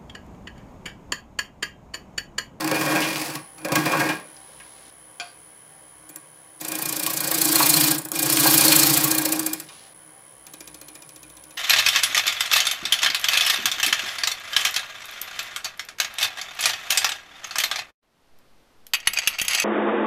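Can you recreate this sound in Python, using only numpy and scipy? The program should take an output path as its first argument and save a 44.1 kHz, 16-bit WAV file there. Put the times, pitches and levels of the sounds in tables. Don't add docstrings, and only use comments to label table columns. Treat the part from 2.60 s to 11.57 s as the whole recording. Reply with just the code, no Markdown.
import sys
import numpy as np
from scipy import signal
from scipy.fft import rfft, irfft, next_fast_len
from scipy.io import wavfile
from scipy.ndimage import uniform_filter1d

SR = 44100
rng = np.random.default_rng(int(sys.argv[2]) if len(sys.argv) > 2 else 0)


def file_out(sig):
    cols = np.atleast_2d(sig).T
    lim = np.clip(cols, -1, 1)
    pcm = np.round(lim * 32767).astype(np.int16)
    wavfile.write(sys.argv[1], SR, pcm)


def magnitude_from_level(level_db):
    exponent = np.asarray(level_db, float) / 20
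    return 10 ** exponent


N = 395577
TURNS_PER_S = 14.3
BED, STAND = (312, 9.4), (146, 15.5)


def rms_one(x):
    return x / np.sqrt(np.mean(x ** 2) + 1e-20)


def in_time(rows, outside=None):
    s, *columns = np.transpose(rows)
    return np.array([np.interp(np.arange(N) / SR, s, c, outside, outside) for c in columns])


def strokes(spans):
    t = np.arange(N) / SR
    touching = sum((t >= rows[0][0]) & (t < rows[-1][0]) for rows in spans)
    return *in_time(sum(spans, [])), touching


def gains(spans):
    return sum(magnitude_from_level(in_time(rows, outside=-200)) for rows in spans)


def coloured(x, spectrum):
    size = next_fast_len(len(x))
    hz = np.fft.rfftfreq(size, 1 / SR) + 1
    at, db = np.transpose(spectrum)
    gain = magnitude_from_level(np.interp(np.log(hz), np.log(at), db))
    return rms_one(irfft(rfft(x, size) * gain, size)[:len(x)])


def drift(hz):
    low = signal.butter(2, hz, fs=SR, output="sos")
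    return rms_one(signal.sosfilt(low, rng.standard_normal(N + SR))[SR:])


def resonate(x, modes, waver_db=0, waver_hz=15):
    out, wander = 0, magnitude_from_level(1.5 * waver_db * np.tanh(drift(waver_hz) / 1.3))
    for k, (hz, width, db) in enumerate(modes):
        r = np.exp(-np.pi * width / SR)
        top = magnitude_from_level(db) * (-1) ** k * (1 - r * r) / 2
        drive = x * np.roll(wander, k * N // 17)[:len(x)] + 1e-18
        out = out + signal.lfilter([top, 0, -top], [1, -2 * r * np.cos(2 * np.pi * hz / SR), r * r], drive)
    return out


def smoothed(x, fall_s, gain=1):
    r = np.exp(-1 / (SR * fall_s))
    return signal.lfilter([gain * (1 - r)], [1, -r], x)


def fibres(per_s, spread_db):
    sizes = magnitude_from_level(spread_db * np.minimum(rng.exponential(1, N), 5)) * rng.standard_normal(N)
    return rms_one(sizes * (rng.random(N) < per_s / SR))


def contacts(rows, shake):
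    out, t = np.zeros(N + SR), np.arange(2000) / SR
    for s, db, shake_db, ms in rows:
        x = t / (ms / 2000)
        out[round(s * SR):][:len(t)] += magnitude_from_level(db + shake * shake_db) * x ** 2 * np.exp(2 - 2 * x)
    return out[:N]


# [t/s, shaving hiss/dB, push/dB, bed share of push/dB]
EARLY_CUTS = [
    [(0.0, -38, -13.5, -3.5), (0.14, -31, -12, -2), (0.3, -27.5, -7.5, -7.5), (0.5, -29.5, -12, -4),
     (0.62, -27.5, -21.5, -4), (0.76, -37, -21, -0.5), (0.86, -67, -50, -6)],
    [(0.97, -61, -39.5, 3), (1.08, -55, -14.5, -7.5), (1.16, -27.5, -8, 1.5), (1.23, -33.5, -13, 0),
     (1.31, -29, -6.5, -10), (1.39, -30.5, -8, -2), (1.5, -32.5, -7.5, -12), (1.6, -49, -33, -11),
     (1.7, -86, -45, -6)],
]
# [t/s, peak/dB, rest shake re peak/dB, length/ms]
BITES = [(0.0064, -23.5, -20, 4.4), (0.043, -22, -6, 4.4), (0.0734, -28, -19, 6.6), (0.1125, -19, 14, 4.7),
         (0.1414, -31, -12, 11), (0.2096, -29, 20, 7), (0.3494, -31, 20, 19), (0.404, -22, 8, 2.8),
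         (0.4849, -32, 7, 3.7), (0.613, -33, 19, 7.1), (0.7528, -24, -17, 3.4), (0.9798, -42, -27, 8.4),
         (1.0144, -45, -7, 4), (1.046, -25.5, 12, 9.7), (1.0849, -34, -5, 3.8), (1.1179, -21.5, 23.5, 7.9),
         (1.1539, -12, 6, 6.7), (1.1877, -34, -1, 4.4), (1.254, -23.5, 1, 9.6), (1.394, -31, 25, 18),
         (1.489, -37, 7, 5.1), (3.489, -36.5, -16, 11), (3.5584, -29, -20, 3.6), (5.378, -23.5, -16, 12),
         (5.415, -35, -18, 8), (5.4482, -25, -35, 7.9), (5.4855, -29, -16, 4.1), (5.5165, -15, -30, 3.3),
         (6.9284, -34.5, -28, 9.4), (6.9984, -23.5, -37, 5)]


def gouge():
    angle, skims = spindle(), grazes()
    bites, hiss, deep_push = long_cut(angle)
    shave_db, push_db, bed_share_db, shaving = strokes(EARLY_CUTS)
    near = shaving * magnitude_from_level(shave_db + 2.0 * drift(58))
    touch = magnitude_from_level(2.5) * contacts(BITES, shake=0)
    graze = magnitude_from_level(-7.0) * contacts(skims, shake=0)
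    early = np.arange(N) < 2.31 * SR
    tear = torn_fibres(bites, hiss, near, touch, early)

    whole = bites + hiss + near + touch + graze + 0.0054
    follow = whole / uniform_filter1d(whole, size=3084)
    jolts = smoothed(magnitude_from_level(-12.5) * touch * ~early + magnitude_from_level(-12.5) * graze + 1e-18, 0.032, gain=10)
    all_push = deep_push + shaving * magnitude_from_level(push_db) + jolts
    thrum, ringing, boom = shaking(all_push, bed_share_db, early)
    push = fibres(per_s=9000, spread_db=3.0)
    rest = tool_rest(ringing, follow, skims, push, angle)
    bed = bed_and_stand(thrum, boom, follow, push, angle)
    return tear + grazed_wood(graze, push) + rest, bed + thuds(skims)


# [t/s, lead/turns]
LEAD = [(4.02, -0.405), (4.6, -0.407), (5.0, -0.398), (5.38, -0.508), (5.75, -0.47), (6.4, -0.645),
        (6.64, -0.68), (7.02, -0.672)]


def spindle():
    return TURNS_PER_S * np.arange(N) / SR + in_time(LEAD)[0]


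# [t/s, hiss/dB, end-grain bite/dB, first bite re second/dB]
DEEP_CUTS = [
    [(4.0, -38.5, -29.5, -1), (4.14, -36, -22, -5.5), (4.6, -32, -19, 4.5), (5.0, -22.5, -14.5, -2.5),
     (5.27, -23, -15.5, -1.5), (5.365, -30.5, -22.5, -14)],
    [(5.535, -31, -22.5, -2), (5.77, -22.5, -12.5, -1.5), (6.08, -18, -14, 21), (6.35, -21, -15, -7),
     (6.58, -31.5, -19, -12.5), (6.74, -31.5, -20, -15.5), (6.89, -37, -32, -30), (6.915, -44, -30, -33.5),
     (7.05, -49, -75, -13)],
]
# [t/s, crest/dB, bite re usual/dB]
CRESTS_A = [(4.0119, -38, 8), (4.049, -26.0, -8), (4.0836, -27, 0.7), (4.119, -23.5, -7), (4.1537, -24, -2),
            (4.1879, -29, -4), (4.2229, -25, 0), (4.2568, -26, 1.5), (4.2927, -30, 1), (4.3254, -20, -3),
            (4.365, -21.0, -4), (4.396, -24, -2), (4.4325, -22, -1), (4.4636, -14, -3.5),
            (4.5018, -27.0, -2), (4.5353, -25, 4), (4.5731, -23, -3), (4.6047, -17, -4), (4.6435, -28, -2),
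            (4.6748, -22.5, 0.5), (4.7131, -14, -6), (4.745, -20, 3.5), (4.784, -18, -4),
            (4.8157, -15, -0.4), (4.853, -15.5, 1.5), (4.888, -17, -6), (4.9267, -18, 1.5), (4.956, -9, -1),
            (4.9955, -18.0, 4), (5.0275, -17, -1), (5.066, -15, 5), (5.0993, -18.0, 4), (5.1386, -11, -1),
            (5.1697, -18.0, 4), (5.2098, -10, 3.5), (5.241, -25, 4), (5.2817, -15, 2.5), (5.313, -14, 0.1),
            (5.3487, -31, -2)]
CRESTS_B = [(5.558, -26, 1), (5.5917, -25, 7), (5.6273, -25, 1), (5.6605, -26.0, 2.5), (5.6994, -17, -5),
            (5.7251, -20, 1), (5.769, -14, -6), (5.801, -29.0, 2), (5.8415, -17, -4), (5.8671, -23.0, 7.5),
            (5.9108, -14, -9), (5.9434, -25, 11), (5.9781, -5.5, -9), (6.0097, -9, 1), (6.0486, -22, -2.5),
            (6.081, -10, -9), (6.12, -19, -1.5), (6.162, -9, 4), (6.1973, -15.0, -1), (6.232, -9.5, 0),
            (6.2683, -15, 1), (6.3034, -28, 1.5), (6.3377, -13, -4), (6.3735, -12, -2), (6.4104, -23, -7),
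            (6.4434, -14, -0.5), (6.4798, -24.0, 2.1), (6.514, -15, -1), (6.5491, -20, 1.7),
            (6.5814, -16, -0.9), (6.6192, -27, 0), (6.654, -17, -1), (6.6885, -25.5, -11),
            (6.723, -19, -0.3), (6.7596, -35, 2), (6.793, -28, 2), (6.829, -32.0, 8), (6.8633, -18, 2.2),
            (6.8938, -45, 6)]


def long_cut(angle):
    hiss_db, bite_db, lopsided_db, touching = strokes(DEEP_CUTS)
    bites = 0
    for db, at_turns in ((bite_db + lopsided_db / 2, 0), (bite_db - lopsided_db / 2, 0.488)):
        width = np.clip(.225 + 0.0065 * bite_db, .065, .16)
        off = (angle - at_turns + .5) % 1 - .5
        sharp = np.maximum(0.45 * width, 2 * width - .13)
        width = np.where((off < 0) & (at_turns > 0), sharp, width)
        bites = bites + magnitude_from_level(db + .4 * drift(25)) * np.exp(-(off / width) ** 2)
    s, crest_db, over_db = np.transpose(CRESTS_A + CRESTS_B)
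    crest_lead_s, crest_ms = .001, 5
    crests = contacts(zip(s - crest_lead_s, crest_db + 3.5, 0 * s, crest_ms + 0 * s), shake=0)
    bites = np.hypot(bites * magnitude_from_level(-2 + in_time(list(zip(s, over_db)))[0]), crests)
    push = magnitude_from_level(bite_db + 0.32 * np.abs(lopsided_db))
    return bites * touching, magnitude_from_level(hiss_db) * touching, push * touching


# [f/Hz, width/Hz, level/dB]
GOUGE = [(4700, 140, -1), (4900, 300, 0), (5290, 140, -5), (7150, 150, -4), (7680, 90, -6), (8470, 80, -1),
         (9140, 150, -3), (11100, 300, -7)]
# [f/Hz, width/Hz, level/dB]
CHATTER = [(4240, 105, 0)]
# [f/Hz, level/dB per Hz]
TEAR_NEAR = [(1530, -2.5), (2600, 1.5), (3110, -6), (3360, -7), (3860, -8), (4570, 0), (6180, -5.5),
             (7100, -5.5), (15200, -8.5), (16100, -17), (16500, -55)]
TEAR_FAR = [(1710, -14.5), (3000, -13), (4760, -7), (5920, -10.5), (9220, -13.5), (12000, -7.5),
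            (15700, -19.5), (16200, -47)]
BITE_FAR = [(1710, -1), (3000, 0), (4300, 4), (5900, 5), (7000, 13), (15500, 14), (16100, -28),
            (16500, -87)]
COARSE = [(700, -27), (1600, 0.5), (3400, 6), (5000, -0.5), (8000, -28)]


def torn_fibres(bites, hiss, near, touch, early):
    snaps = fibres(per_s=24000, spread_db=1.6)
    chips = patchy(snaps, patch_db=3.0)
    flute = resonate(snaps, GOUGE, waver_db=4.5, waver_hz=22)
    lumps = fibres(per_s=900, spread_db=4.5)
    steel = coloured(chips + magnitude_from_level(1.5) * flute, TEAR_FAR)
    end_grain = coloured(chips + magnitude_from_level(3) * flute, BITE_FAR)
    early_tear = (near + touch) * coloured(snaps + 0.84 * chips + 0.7 * lumps, TEAR_NEAR)
    tear = np.where(early, early_tear, hiss * steel + (bites + touch) * end_grain)
    tear = tear + magnitude_from_level(16) * resonate(bites ** 2 * snaps, CHATTER, waver_db=6.5)
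    return tear + magnitude_from_level(-12.5) * (hiss + near + .4 * bites) * coloured(np.roll(lumps, SR), COARSE)


def patchy(x, patch_db):
    out, below, wander = 0, 0, magnitude_from_level(patch_db * drift(40.0))
    for k, hz in enumerate(np.geomspace(2500, 20000, 8)):
        low = signal.filtfilt(*signal.butter(2, hz, fs=SR), x)
        out = out + np.roll(wander, k * N // 17) * (low - below)
        below = low
    return rms_one(out)


def grazes():
    from_s, every_s, count = 7.9349, .06933, 15
    k = np.arange(-1, count)
    db = -25.5 - np.where(k < 0, 2, 0.46 * k) + 1.0 * rng.standard_normal(len(k))
    shake_db, length_ms = -17 - .8 * k, 6.1 + 0 * k
    return list(zip(from_s + every_s * k, db, shake_db, length_ms))


# [f/Hz, width/Hz, level/dB]
BLANK = [(1050, 640, -1), (2470, 260, 4), (3750, 500, 3)]
# [f/Hz, level/dB per Hz]
GRAZE_TEAR = [(300, -20), (1500, -13), (4850, -0.5), (6050, 1.5), (14500, -2.5), (16000, -12), (16500, -31)]


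def grazed_wood(graze, push):
    wood = magnitude_from_level(-26) * smoothed(graze + 1e-18, 0.0076, gain=10) * rms_one(resonate(push, BLANK))
    snaps = fibres(per_s=24000, spread_db=1.6)
    return wood + graze * coloured(snaps, GRAZE_TEAR)


def shaking(push, bed_share_db, early):
    over_db = 20 * np.log10(push + 1e-6) + 13
    parts = ((-33, 0.93, bed_share_db * early),
             (-29, 0.95, 0),
             (-39, 0.67, (1.6 * bed_share_db + 2) * early))
    return [magnitude_from_level(db + slope * over_db + more + 1.0 * drift(3.8)) for db, slope, more in parts]


# [f/Hz, width/Hz, level/dB]
REST = [(527, 49, -2.5), (605, 5, 3.5), (430, 10, -3), (841, 85, -2.5), (959, 18, -5), (1044, 45, -0.5),
        (1138, 15.5, -1.5), (1468, 29, -5), (1625, 25.5, -0.5), (1852, 44, -2.5), (2206, 11, -2),
        (2427, 58, -1), (213, 15, -12), (3255, 61, -12)]
# [f/Hz, level/dB per Hz]
SHAKE = [(40, -83), (112, -40), (143, -3), (240, -15.5), (290, -5), (450, -13), (1640, -16.5), (2410, -25),
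         (3300, -39), (7260, -110)]


def tool_rest(ringing, follow, skims, push, angle):
    lagged = np.roll(follow, round(.005 * SR))
    force = magnitude_from_level(4.0) * ringing * lagged ** 0.66 + magnitude_from_level(-8.0) * contacts(BITES + skims, shake=0.75)
    usual = np.std(resonate(push[:SR], REST))
    ring = magnitude_from_level(-4.5) * resonate(force * push, REST, waver_db=3.5, waver_hz=24) / usual
    grain = rms_one(push[(angle % 1 * SR / TURNS_PER_S).astype(int)] + .5 * push)
    return ring + magnitude_from_level(-7.0) * force * coloured(grain, SHAKE)


# [t/s, steady bed/dB, rocking bed/dB, stand kick/dB, kick lag/turns]
LOCKED = [
    [(4.0, -63, -53, -48, 0.38), (4.15, -37, -43, -62, 0.23), (4.45, -55, -40, -46, 0.44),
     (4.7, -49, -44, -60, 0.27), (4.9, -38, -24.5, -55, 0.62), (5.05, -40, -29.5, -34, 0.58),
     (5.2, -24.5, -27, -29, 0.43), (5.32, -29, -27, -34, 0.42), (5.41, -44, -37, -42, 0.46)],
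    [(5.52, -54, -32, -61, 0.41), (5.6, -48, -30, -38, 0.33), (5.8, -74, -23.5, -35, 0.55),
     (6.0, -45, -27, -33, 0.67), (6.2, -32.5, -25, -30, .6), (6.4, -31.5, -28, -33.5, 0.59),
     (6.6, -24.5, -50, -38.5, 0.6), (6.85, -29.5, -39, -44, .62), (7.03, -45, -45, -80, 0.53)],
]


def bed_and_stand(thrum, boom, follow, push, angle):
    wobble_db = 5.5 * np.cos(2 * np.pi * (angle - .38))
    loose_db = -9 * strokes(LOCKED)[-1]
    bed = heavy_mode(magnitude_from_level(7.5 + wobble_db + loose_db) * thrum * follow ** 0.17, push, *BED)
    stand = heavy_mode(magnitude_from_level(3.5 + wobble_db + loose_db) * boom * follow ** 0.096, push, *STAND)
    return locked(angle) + bed + stand


def heavy_mode(force, push, hz, width):
    mode = signal.hilbert(rms_one(resonate(push, [(hz, width, 0)])), next_fast_len(N))[:N]
    even = rms_one(mode.real / (np.abs(mode) + .1) ** .8)
    return resonate(even * smoothed(force, 0.0071), [(hz, 60, 0)])


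# [cycles/turn, level/dB]
STAND_ORDERS = [(9, -9), (10, 1), (11, -1), (12, -10)]


def locked(angle):
    steady_db, rock_db, kick_db, lag, touching = strokes(LOCKED)
    turn, sway = 2 * np.pi * angle, .6 * drift(7)
    bed_phase = 22 * turn + sway
    rocking = np.cos(turn - 2 * np.pi * 0.23)
    bed = magnitude_from_level(steady_db) * np.cos(bed_phase) + 2 ** .5 * magnitude_from_level(rock_db) * rocking * np.sin(bed_phase)
    slip = .6 * drift(3)
    stand = sum(magnitude_from_level(db) * np.cos(order * (turn - 2 * np.pi * lag) + slip) for order, db in STAND_ORDERS)
    return uniform_filter1d(1. * touching, size=600) * (2 ** .5 * bed + magnitude_from_level(kick_db) * stand)


# [f/Hz, width/Hz, level/dB]
THUD = [(302, 11, 0), (650, 60, -15), (334, 14, -5), (1100, 70, -15)]
# [t/s, level/dB]
FIRST_THUDS = [
    (3.495, 11),
    (3.563, 0),
]


def thuds(skims):
    taps = np.zeros(N)
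    graze_thuds = [(s + .004, 13 - .8 * k) for k, (s, *_) in enumerate(skims[1:])]
    for s, db in FIRST_THUDS + graze_thuds:
        taps[round(s * SR)] = magnitude_from_level(db)
    return resonate(signal.lfilter([.2], [1, -.8], taps + 1e-18), THUD)


# [t/s, peak/dB, centre f/Hz, t60/s]
KNOCKS = [(0.113, -3, 490, 0.28), (1.051, -12, 585, 0.41), (1.12, -10, 920, 0.12), (1.154, -27, 990, 0.14),
          (1.49, -3, 2150, 0.13), (1.324, -2, 1010, 0.27), (0.418, -4.5, 2800, 0.36),
          (1.765, -27, 5000, 0.033), (1.799, -45, 678, 0.067), (1.89, -28, 778, 0.075),
          (1.999, -21, 2000, 0.076), (5, 10, 1030, 0.041), (5.854, 4, 960, 0.069),
          (7.088, -21, 3220, 0.083), (7.099, -27, 1100, 0.12)]
# [t/s, peak/dB, t60/s]
SET_DOWN = [
    (2.599, -10.5, 0.059),
]
# [f/Hz, width/Hz, level/dB]
BENCH = [(705, 9.1, 3.5), (1070, 7.9, -3), (1183, 6, 0), (1584, 10, 3.5), (1460, 14, -1.5), (2420, 50, 2),
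         (2560, 26, -4), (3240, 49, -1.5), (3480, 14, -11), (4200, 12, -8), (4646, 20, -4), (5500, 25, -6),
         (6810, 37, -6), (7100, 25, -11)]
# [f/Hz, level/dB per Hz]
SET_DOWN_CLACK = [(180, -25), (300, -12), (857, -11.5), (1150, -7), (1850, -11), (2450, -7), (3950, -10),
                  (4750, -2), (5130, -12), (10100, -27), (12000, -32), (15600, -64), (22000, -120)]


def knocks():
    white, out, t = rng.standard_normal(N + SR), np.zeros(N + SR), np.arange(SR // 2) / SR
    for s, db, hz, t60 in KNOCKS:
        at = round(s * SR)
        tap = resonate(magnitude_from_level(db - 60 * t / t60) * white[at:at + len(t)], [(hz, 0.5 * hz, 0)])
        out[at:at + len(t)] += magnitude_from_level(6.0) * resonate(tap, REST) + 0.44 * tap
    clack = coloured(white[:len(t)], SET_DOWN_CLACK)
    bounce_s, bounce_db = .011, -14
    for s, db, t60 in SET_DOWN:
        bounce = np.arange(len(t)) == round(bounce_s * SR)
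        blows = magnitude_from_level(db + 29) * ((t == 0) + magnitude_from_level(bounce_db) * bounce)
        fall = magnitude_from_level(db - 17 - 60 * t / t60) + magnitude_from_level(db - 29.0 - 10 * t / t60)
        out[round(s * SR):][:len(t)] += resonate(blows, BENCH) + fall * clack
    return out[:N]


# [t/s, level/dB]
RUSTLE = [
    [(1.65, -59), (1.764, -57), (2.146, -53), (2.31, -51)],
    [(7.05, -58), (7.136, -46.5), (7.27, -49), (7.34, -61)],
]


def sleeve():
    spectrum = [(500, 2.0), (1500, -1.5), (4000, 4.0), (8000, -5), (15000, -17.0)]
    return gains(RUSTLE)[0] * coloured(fibres(per_s=6900, spread_db=-2.0), spectrum)


# [from t/s, whine/dB, rumble/dB, hum/dB, floor-borne drone/dB]
PLACES = [
    (0, 3.5, -49, 6.5, -49),
    (2.308, 2, -50.5, 4.5, -54),
    (7.34, 1.5, -50.5, 4, -48),
]
# [f/Hz, level/dB]
HUM = [(59.2, -90), (156.1, -73), (312.2, -71.5), (780.6, -73), (1028, -75), (1410, -86), (1480, -77),
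       (1814, -80)]
# [f/Hz, level/dB per Hz]
IDLE = [(35, -45), (60, 3), (92, 2), (125, 5.5), (190, -3), (691, 1), (1030, 3.5), (1300, -4), (2140, -3),
        (2640, -10.5), (3110, -10.5), (3500, -12.5), (7960, -12.5), (10100, -9.5), (11500, -8.5),
        (13000, -20), (15400, -11), (16500, -35)]


def motor():
    which = np.searchsorted(np.array(PLACES)[:, 0] * SR, np.arange(N), "right") - 1
    whine_db, rumble_db, hum_db, drone_db = np.array(PLACES)[which, 1:].T
    white = rng.standard_normal(N)
    haze = magnitude_from_level(-71) * rms_one(resonate(resonate(white, [(10000, 350, 0)]), [(10350, 300, 0)]))
    beside, above = side_lines()
    rise_s = PLACES[-1][0]
    whine = tones(beside, 1.0, to_s=rise_s) + tones(above, 1.0, scatter=0.35, from_s=rise_s) + haze
    frame = resonate(white, REST + [(*BED, 0), (*STAND, 0), (3120, 160, 3)])
    rumble = coloured(white + magnitude_from_level(1) * frame, IDLE)
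    drone = rms_one(resonate(resonate(white, [(57.4, 5.9, 0)]), [(57.4, 5.9, 0)]))
    hum = tones(HUM, waver_db=4.5)
    return magnitude_from_level(whine_db) * whine + magnitude_from_level(rumble_db) * rumble + magnitude_from_level(hum_db) * hum + magnitude_from_level(drone_db) * drone


# [steps from carrier, beside/dB, above/dB]
SIDE_LINES = [(-11, -71, -71), (-6, -54, -55), (-2, -60, -57), (0, -69, -90), (2, -64, -65), (6, -59, -56),
              (22, -67, -71), (30, -68, -64)]


def side_lines():
    carrier_hz, step_hz = 10000, 17.25
    strong = np.array(SIDE_LINES)
    steps = np.setdiff1d(np.arange(-42, 43, 4), strong[:, 0])
    faint_db = -71 + .05 * steps + 1.5 * rng.standard_normal((2, len(steps)))
    hz = carrier_hz + step_hz * np.r_[strong[:, 0], steps]
    return [list(zip(hz, db)) for db in np.c_[strong[:, 1:].T, faint_db]]


def tones(lines, waver_db, scatter=1, from_s=0, to_s=9):
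    out, span = np.zeros(N), slice(int(from_s * SR), int(to_s * SR))
    t = (np.arange(N) / SR)[span]
    swell = [magnitude_from_level(waver_db * drift(4))[span] for _ in range(4)]
    for k, (hz, db) in enumerate(lines):
        phase = 2 * np.pi * (hz * t + scatter * rng.random())
        out[span] += magnitude_from_level(db + 4.5) * swell[k % 4] * np.sin(phase)
    return out


def workshop(x):
    t, t60_s = np.arange(SR // 2) / SR, 0.35
    low = signal.butter(1, 3000, fs=SR)
    dull = signal.lfilter(*low, rng.standard_normal(len(t))) * magnitude_from_level(-60 * t / t60_s)
    bright = 2.57 * rng.standard_normal(len(t)) * magnitude_from_level(-60 * t / (0.1 * t60_s))
    tail = (dull + bright) * (t > .004)
    return magnitude_from_level(-8) * signal.fftconvolve(x, tail / np.sqrt(np.sum(tail ** 2)))[:N]


def scene_change_dips():
    t = np.arange(N) / SR
    return 1 - sum(0.78 * np.exp(-((t - s) / 0.0037) ** 2) for s, *_ in PLACES[1:])


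def scene():
    cut, bed = gouge()
    work = cut + knocks()
    low_edge = signal.butter(6, 106, "high", fs=SR, output="sos")
    work = signal.sosfilt(low_edge, work + workshop(work) + bed)
    return ((work + sleeve() + motor()) * scene_change_dips())[None]


def roll_off(x):
    return signal.sosfilt(signal.butter(12, 17000, fs=SR, output="sos"), x)


def record(dry):
    x = signal.sosfilt(signal.butter(4, 95., "high", fs=SR, output="sos"), dry)
    x = 0.69 * np.tanh(x / 1.01)
    x = signal.sosfilt(signal.cheby2(14, 50, 16600, fs=SR, output="sos"), x)
    return roll_off(x)


dry = scene()
out = record(dry)
file_out(out)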